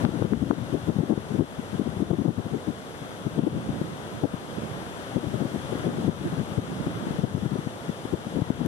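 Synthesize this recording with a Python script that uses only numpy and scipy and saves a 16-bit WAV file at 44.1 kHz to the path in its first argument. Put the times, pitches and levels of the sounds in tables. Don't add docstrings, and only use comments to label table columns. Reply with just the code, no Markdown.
import sys
import numpy as np
from scipy import signal
from scipy.fft import rfft, irfft, next_fast_len
from scipy.io import wavfile
from scipy.ndimage import uniform_filter1d, map_coordinates

SR = 44100
rng = np.random.default_rng(int(sys.argv[2]) if len(sys.argv) > 2 else 0)


def materialize(psi):
    bounded = np.clip(np.atleast_2d(psi).T, -1, 1)
    quanta = np.round(bounded * 32767).astype(np.int16)
    wavfile.write(sys.argv[1], SR, quanta)


N = 382347
EDDY_HZ = 220
# t/s, level/dB
WINDWARD_FLOW = [(0, -26), (.6, -30.5), (1.3, -34.5), (1.6, -40.5), (2.15, -30), (2.8, -55), (3.5, -31),
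                 (4.1, -47.5), (4.95, -49.5), (5.2, -34.5), (5.8, -32), (6.9, -37), (7.4, -29.5),
                 (7.85, -57), (8.67, -27.5)]


def amp(db):
    return 10 ** (np.asarray(db) / 20)


def unit(x):
    return x / np.sqrt(np.mean(x ** 2) + 1e-20)


def along(points, hz):
    f, *cols = np.transpose(points)
    return np.array([np.interp(np.log(hz + 1), np.log(f + 1), c) for c in cols])


def contour(rows):
    return np.interp(np.arange(N) / SR, *np.transpose(rows))


def wobble(rate):
    knots = rng.standard_normal(2048)
    return map_coordinates(knots, [np.arange(N) * rate / SR], mode="wrap")


def swell(t, centre, duration, edge):
    return 1 / (1 + (2 * np.abs(t - centre) / duration) ** edge)


def smooth(x, seconds):
    size = max(1, int(seconds * SR))
    return uniform_filter1d(uniform_filter1d(x, size), size)


def held_to(x, power, seconds):
    wanted = np.abs(smooth(power, seconds)) + 1e-9
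    present = np.abs(smooth(x ** 2, seconds)) + 1e-9
    return x * np.sqrt(wanted / present)


def filtered(x, response):
    size = next_fast_len(N + SR // 4)
    return irfft(rfft(x, size) * response(np.fft.rfftfreq(size, 1 / SR)), size)[..., :N]


def low_cut(hz, corner_hz):
    return hz ** 2 / np.hypot(hz ** 2, corner_hz ** 2)


def noise(spectrum):
    return unit(filtered(rng.standard_normal(N), lambda hz: amp(along(spectrum, hz)[0])))


def patchy_pair(depth_db):
    spectra = signal.stft(rng.standard_normal((2, N)), nperseg=512)[2]
    patches = uniform_filter1d(rng.standard_normal(spectra.shape[1:]), size=7, axis=0)
    patches = uniform_filter1d(patches, size=18, axis=1)
    return signal.istft(spectra * amp(depth_db * unit(patches)), nperseg=512)[1][:, :N]


def surf(foam_hz=4200, roar_db=4.5, foam_db=-12.5, foam_follows=0.84):
    # t/s, level/dB
    wave_levels = [(0, -38), (.3, -42.5), (.8, -41.5), (2.4, -44), (4.3, -42.5), (4.95, -41.5), (5.55, -40),
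                   (6.5, -41), (7.7, -42.5), (8.67, -42)]
    # f/Hz, left level/dB, right level/dB
    sea_spectrum = [(40.0, -8, -14), (120, 0, -0.5), (260.0, 0, -6), (507, -1.5, -0.5), (1045, -4.5, -10.5),
                    (1403, -5, -20), (2064, -12.5, -19), (2470, -16.5, -20), (3370, -11.6, -22.5),
                    (4510, -22.0, -23.5), (6000, -25, -24), (7400.0, -27, -26.5), (10170, -26.5, -27.5),
                    (12070, -32, -33), (15000.0, -47, -46)]
    # f/Hz, coherence (0-1), phase lead of the left/rad
    port_coherence = [(120, .6, 0), (510, .79, .4), (920, .65, 1.7), (1430, .46, 3), (2000, .53, 3),
                      (3500, .58, 5.1), (4100, .42, 2.7), (5900, .35, 5.2), (6700, .3, 3.6), (7600, .5, 6),
                      (10000, .57, 5.6), (14000, .8, 6.3)]
    left, independent = patchy_pair(depth_db=0.5)
    coherence = lambda hz: along(port_coherence, hz)[0]
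    right = filtered(left, lambda hz: coherence(hz) * np.exp(-1j * along(port_coherence, hz)[1]))
    right += filtered(independent, lambda hz: np.sqrt(1 - coherence(hz) ** 2))
    water = filtered(np.array([left, right]), lambda hz: amp(along(sea_spectrum, hz)))
    roar = filtered(water, lambda hz: 1 / (1 + (hz / foam_hz) ** 8))
    wave_db = contour(wave_levels)
    hiss_db = wave_db.mean() + foam_follows * (wave_db - wave_db.mean()) + foam_db
    churn_db = 0.4 * wobble(9)
    return unit(roar) * amp(wave_db + roar_db + churn_db) + unit(water - roar) * amp(hiss_db)


def airflow(left_db=-2.5, right_db=5.5, lee_db=-46.5, flutter_db=4.0):
    # f/Hz, level/dB
    rumble_spectrum = [(20, -49), (70, -2.5), (110, 0), (175, -1.5), (310, -6.5), (450, -15), (800, -32),
                       (4000, -68)]
    # t/s, level/dB, duration/s
    veers = [(3.678, -34.5, 0.53), (4.162, -36, 0.09), (4.651, -38.5, 0.41), (5.935, -35.5, 0.19),
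             (6.293, -37.5, 0.15), (6.913, -34.5, 0.56)]
    t = np.arange(N) / SR
    gust_power = sum((amp(db) * swell(t, s, duration, edge=3)) ** 2 for s, db, duration in veers)
    lee_flow = np.sqrt(amp(lee_db) ** 2 + gust_power)
    rumbles = [noise(rumble_spectrum) * amp(flutter_db * np.tanh(wobble(45))) for _ in range(2)]
    left, right = [held_to(rumble, np.ones(N), seconds=0.08) for rumble in rumbles]
    right = filtered(right, lambda hz: low_cut(hz, corner_hz=120))
    return np.array([left * amp(contour(WINDWARD_FLOW) + left_db), right * lee_flow * amp(right_db)])


def weak_eddies(count=160, per_second=18, offset_db=-0.5, scatter_db=5.5, typical_s=0.021):
    jitter, strength, length = rng.standard_normal((count, 3)).T
    times = (np.arange(count) + jitter / 2) / per_second
    levels = np.interp(times, *np.transpose(WINDWARD_FLOW)) + offset_db + scatter_db * np.tanh(strength)
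    rows = zip(times, levels, typical_s * 2 ** (length / 2), np.full(count, EDDY_HZ))
    return [row for row in rows if 0 < row[0] < N / SR]


def puffs(eddies, push_db=0.32, ragged_db=3.0, hard_db=-15, tear_db=-15.5, tear_exponent=0.95):
    # f/Hz, level/dB
    eddy_spectrum = [(20, -48), (40, -34), (65, -14), (100, -5.5), (160, 1), (220, 0), (310, -4),
                     (420, -11.5), (600, -24.5), (1000, -53), (2500, -74)]
    # f/Hz, level/dB
    tear_spectrum = [(150, -21), (370, 9.5), (700, 3.5), (1050, -3), (1900, -34), (5000, -52)]
    t = np.arange(N) / SR
    power, weighted_pitch = np.zeros((2, N))
    for s, db, duration, hz in eddies:
        near = slice(max(0, int((s - .12) * SR)), int((s + .12) * SR))
        push = (amp(db) * swell(t[near], s, duration, edge=2.94)) ** 2
        power[near] += push
        weighted_pitch[near] += push * hz
    force = np.sqrt(power)
    speed = weighted_pitch / (power + 1e-20) / EDDY_HZ
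    swirl = map_coordinates(noise(eddy_spectrum), [np.cumsum(speed) % N], order=1)
    sputter = amp(ragged_db * wobble(130))
    thumps = filtered(force * swirl * sputter, lambda hz: low_cut(hz, corner_hz=75))
    tear_gain = amp(hard_db + tear_db) * (force / amp(hard_db)) ** tear_exponent
    tearing = sputter * tear_gain * noise(tear_spectrum)
    return amp(push_db) * held_to(thumps, power, seconds=0.013) + tearing


def cracks():
    # t/s, peak level/dB, upper edge f/Hz
    jolts = [(.051, -3, 5000), (.224, -15, 1500), (.335, -10, 2700), (.511, -1.5, 1650), (1.113, -14, 1100)]
    # f/Hz, level/dB
    snap_spectrum = [(100, -24), (300, -8), (750, 0), (1450, -2), (2100, -13), (8000, -20)]
    snaps = np.zeros(N)
    for s, db, top_hz in jolts:
        jolt = signal.unit_impulse(N, round(s * SR))
        snap = filtered(jolt, lambda hz: amp(along(snap_spectrum, hz)[0]) / (1 + (hz / top_hz) ** 10))
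        snaps += amp(db) * snap / snap.max()
    return snaps


def wind():
    # t/s, level/dB, duration/s, pitch f/Hz
    strong_eddies = [(0.053, -11, 0.028, 221.2), (0.092, -16, 0.011, 220.3), (0.222, -14, 0.014, 231),
                     (0.251, -12.5, 0.0099, 258), (0.333, -12, 0.024, 227.7), (0.371, -20.5, 0.011, 170.3),
                     (0.428, -14, 0.02, 189.9), (0.511, -9.5, 0.016, 240.3), (0.534, -16, 0.0077, 219.9),
                     (0.582, -20, 0.0099, 190), (0.622, -21.5, 0.016, 149.6), (0.727, -21, 0.0092, 239.2),
                     (0.747, -15, 0.019, 279.6), (0.774, -22.5, 0.0082, 231.2), (0.894, -13, 0.024, 220.5),
                     (0.966, -17, 0.014, 230.2), (0.998, -12, 0.025, 199), (1.036, -16.5, 0.014, 280),
                     (1.103, -13.5, 0.012, 301), (1.122, -12, 0.032, 280.2), (1.18, -14, 0.0087, 230.7),
                     (1.315, -23, 0.026, 210), (1.352, -17.5, 0.018, 220), (1.406, -11, 0.033, 240.7),
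                     (1.593, -20, 0.011, 240), (1.745, -20.5, 0.026, 229.8), (1.797, -14, 0.009, 250.3),
                     (1.815, -18, 0.014, 211), (1.876, -20.5, 0.032, 208.9), (1.972, -24, 0.014, 210.2),
                     (2.005, -21.5, 0.016, 220), (2.027, -13, 0.011, 220.7), (2.112, -12.5, 0.012, 250.6),
                     (2.136, -16, 0.02, 280.8), (2.195, -14.5, 0.015, 208), (2.217, -16.5, 0.011, 219.1),
                     (2.256, -13.5, 0.016, 251), (2.29, -13, 0.028, 208.8), (2.39, -18, 0.024, 180.3),
                     (2.463, -23, 0.021, 169.2), (2.545, -21, 0.046, 229), (2.69, -19, 0.03, 198.8),
                     (3.023, -30, 0.014, 188.8), (3.27, -18.5, 0.019, 220.6), (3.392, -11, 0.019, 230.6),
                     (3.437, -16, 0.02, 200.2), (3.475, -13, 0.015, 290), (3.56, -26.5, 0.069, 181.1),
                     (3.699, -19, 0.016, 190.3), (3.818, -16.5, 0.0086, 230.5), (4.241, -12, 0.011, 285.4),
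                     (4.254, -14, 0.0075, 281), (4.344, -18.5, 0.0095, 211.5), (5.166, -14, 0.013, 259.5),
                     (5.185, -19, 0.0096, 212), (5.245, -22, 0.017, 230.5), (5.274, -20.5, 0.017, 180),
                     (5.351, -18.5, 0.022, 217.6), (5.42, -19, 0.035, 260), (5.456, -17, 0.01, 238),
                     (5.554, -21, 0.028, 239.8), (5.73, -18.5, 0.0082, 251.6), (5.756, -21.5, 0.0091, 249),
                     (5.873, -18, 0.04, 240.3), (5.988, -22.5, 0.027, 200.5), (6.052, -21, 0.028, 208.8),
                     (6.088, -12.5, 0.027, 190.3), (6.214, -26, 0.016, 200.3), (6.258, -24, 0.019, 251.2),
                     (6.332, -20.5, 0.015, 199.7), (6.399, -19, 0.041, 200.8), (6.52, -25.5, 0.01, 209.3),
                     (6.586, -13, 0.013, 221), (6.873, -16.5, 0.0074, 209.4), (7.074, -20, 0.0088, 188.7),
                     (7.114, -20.5, 0.012, 219.6), (7.193, -16, 0.0079, 220.4), (7.242, -13, 0.015, 189.9),
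                     (7.348, -14.5, 0.0092, 219.7), (7.375, -24.5, 0.012, 199.8),
                     (7.435, -21.5, 0.022, 211.2), (7.463, -16, 0.015, 210.2), (7.53, -19.5, 0.027, 219.8),
                     (7.558, -19.5, 0.0099, 291), (7.593, -18, 0.0075, 221.1), (7.671, -20.5, 0.013, 191.6),
                     (7.897, -20, 0.016, 208.8), (8.055, -24, 0.013, 228.4), (8.14, -15, 0.015, 220.7),
                     (8.271, -22.5, 0.0087, 190.7), (8.378, -20, 0.054, 210.9), (8.423, -13, 0.011, 190.6),
                     (8.506, -11, 0.0095, 250.3), (8.614, -17.5, 0.017, 210.3), (8.665, -18.5, 0.039, 239)]
    # t/s, level/dB, duration/s, pitch f/Hz
    lee_eddies = [(3.757, -31, 0.025, 229), (4.583, -24.5, 0.018, 230.9), (4.636, -26, 0.016, 238.9),
                  (4.714, -30.5, 0.013, 169.9), (6.266, -22.5, 0.026, 230), (6.725, -25.5, 0.015, 249.3),
                  (6.81, -26, 0.017, 139.8)]
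    # f/Hz, amplitude share (negative when inverted)
    crossfeed = [(80, .23), (250, .17), (510, 0), (650, -.12), (1050, -.19), (1500, -.13), (2200, -.3)]
    left, right = airflow()
    left = left + puffs(list(strong_eddies) + weak_eddies()) + cracks()
    right = right + puffs(lee_eddies)
    ports = np.array([left, right])
    return ports + filtered(ports[::-1], lambda hz: along(crossfeed, hz)[0])


def scene():
    return surf() + wind()


def gain_control(x, threshold_db=-23.5, slope=0.49, release_s=0.13, detector_s=0.018):
    decay = np.exp(-1 / (detector_s * SR))
    power = signal.lfilter([1 - decay], [1, -decay], x ** 2).max(axis=0)
    excess_db = np.maximum(10 * np.log10(power + 1e-12) - threshold_db, 1e-9)
    fall = np.arange(N) / SR / release_s
    held_db = np.exp(np.maximum.accumulate(np.log(excess_db) + fall) - fall)
    return x * amp(-slope * held_db)


def record(dry, low_cut_hz=52, top_hz=15100, ceiling=0.52):
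    # f/Hz, width/Hz, gain/dB
    treble_bands = [(6340, 910, 2.5), (7800, 140, -5), (8400, 370, 2.5), (9300, 500, -2.5), (9650, 400, 4)]
    colour_db = lambda hz: sum(db / (1 + (2 * (hz - f) / width) ** 2) for f, width, db in treble_bands)
    coloured = filtered(dry, lambda hz: amp(colour_db(hz)) * low_cut(hz, low_cut_hz))
    ducked = gain_control(coloured)
    rounded = ducked / (1 + (ducked / ceiling) ** 6) ** (1 / 6)
    return filtered(rounded, lambda hz: hz < top_hz)


dry = scene()
out = record(dry)
materialize(out)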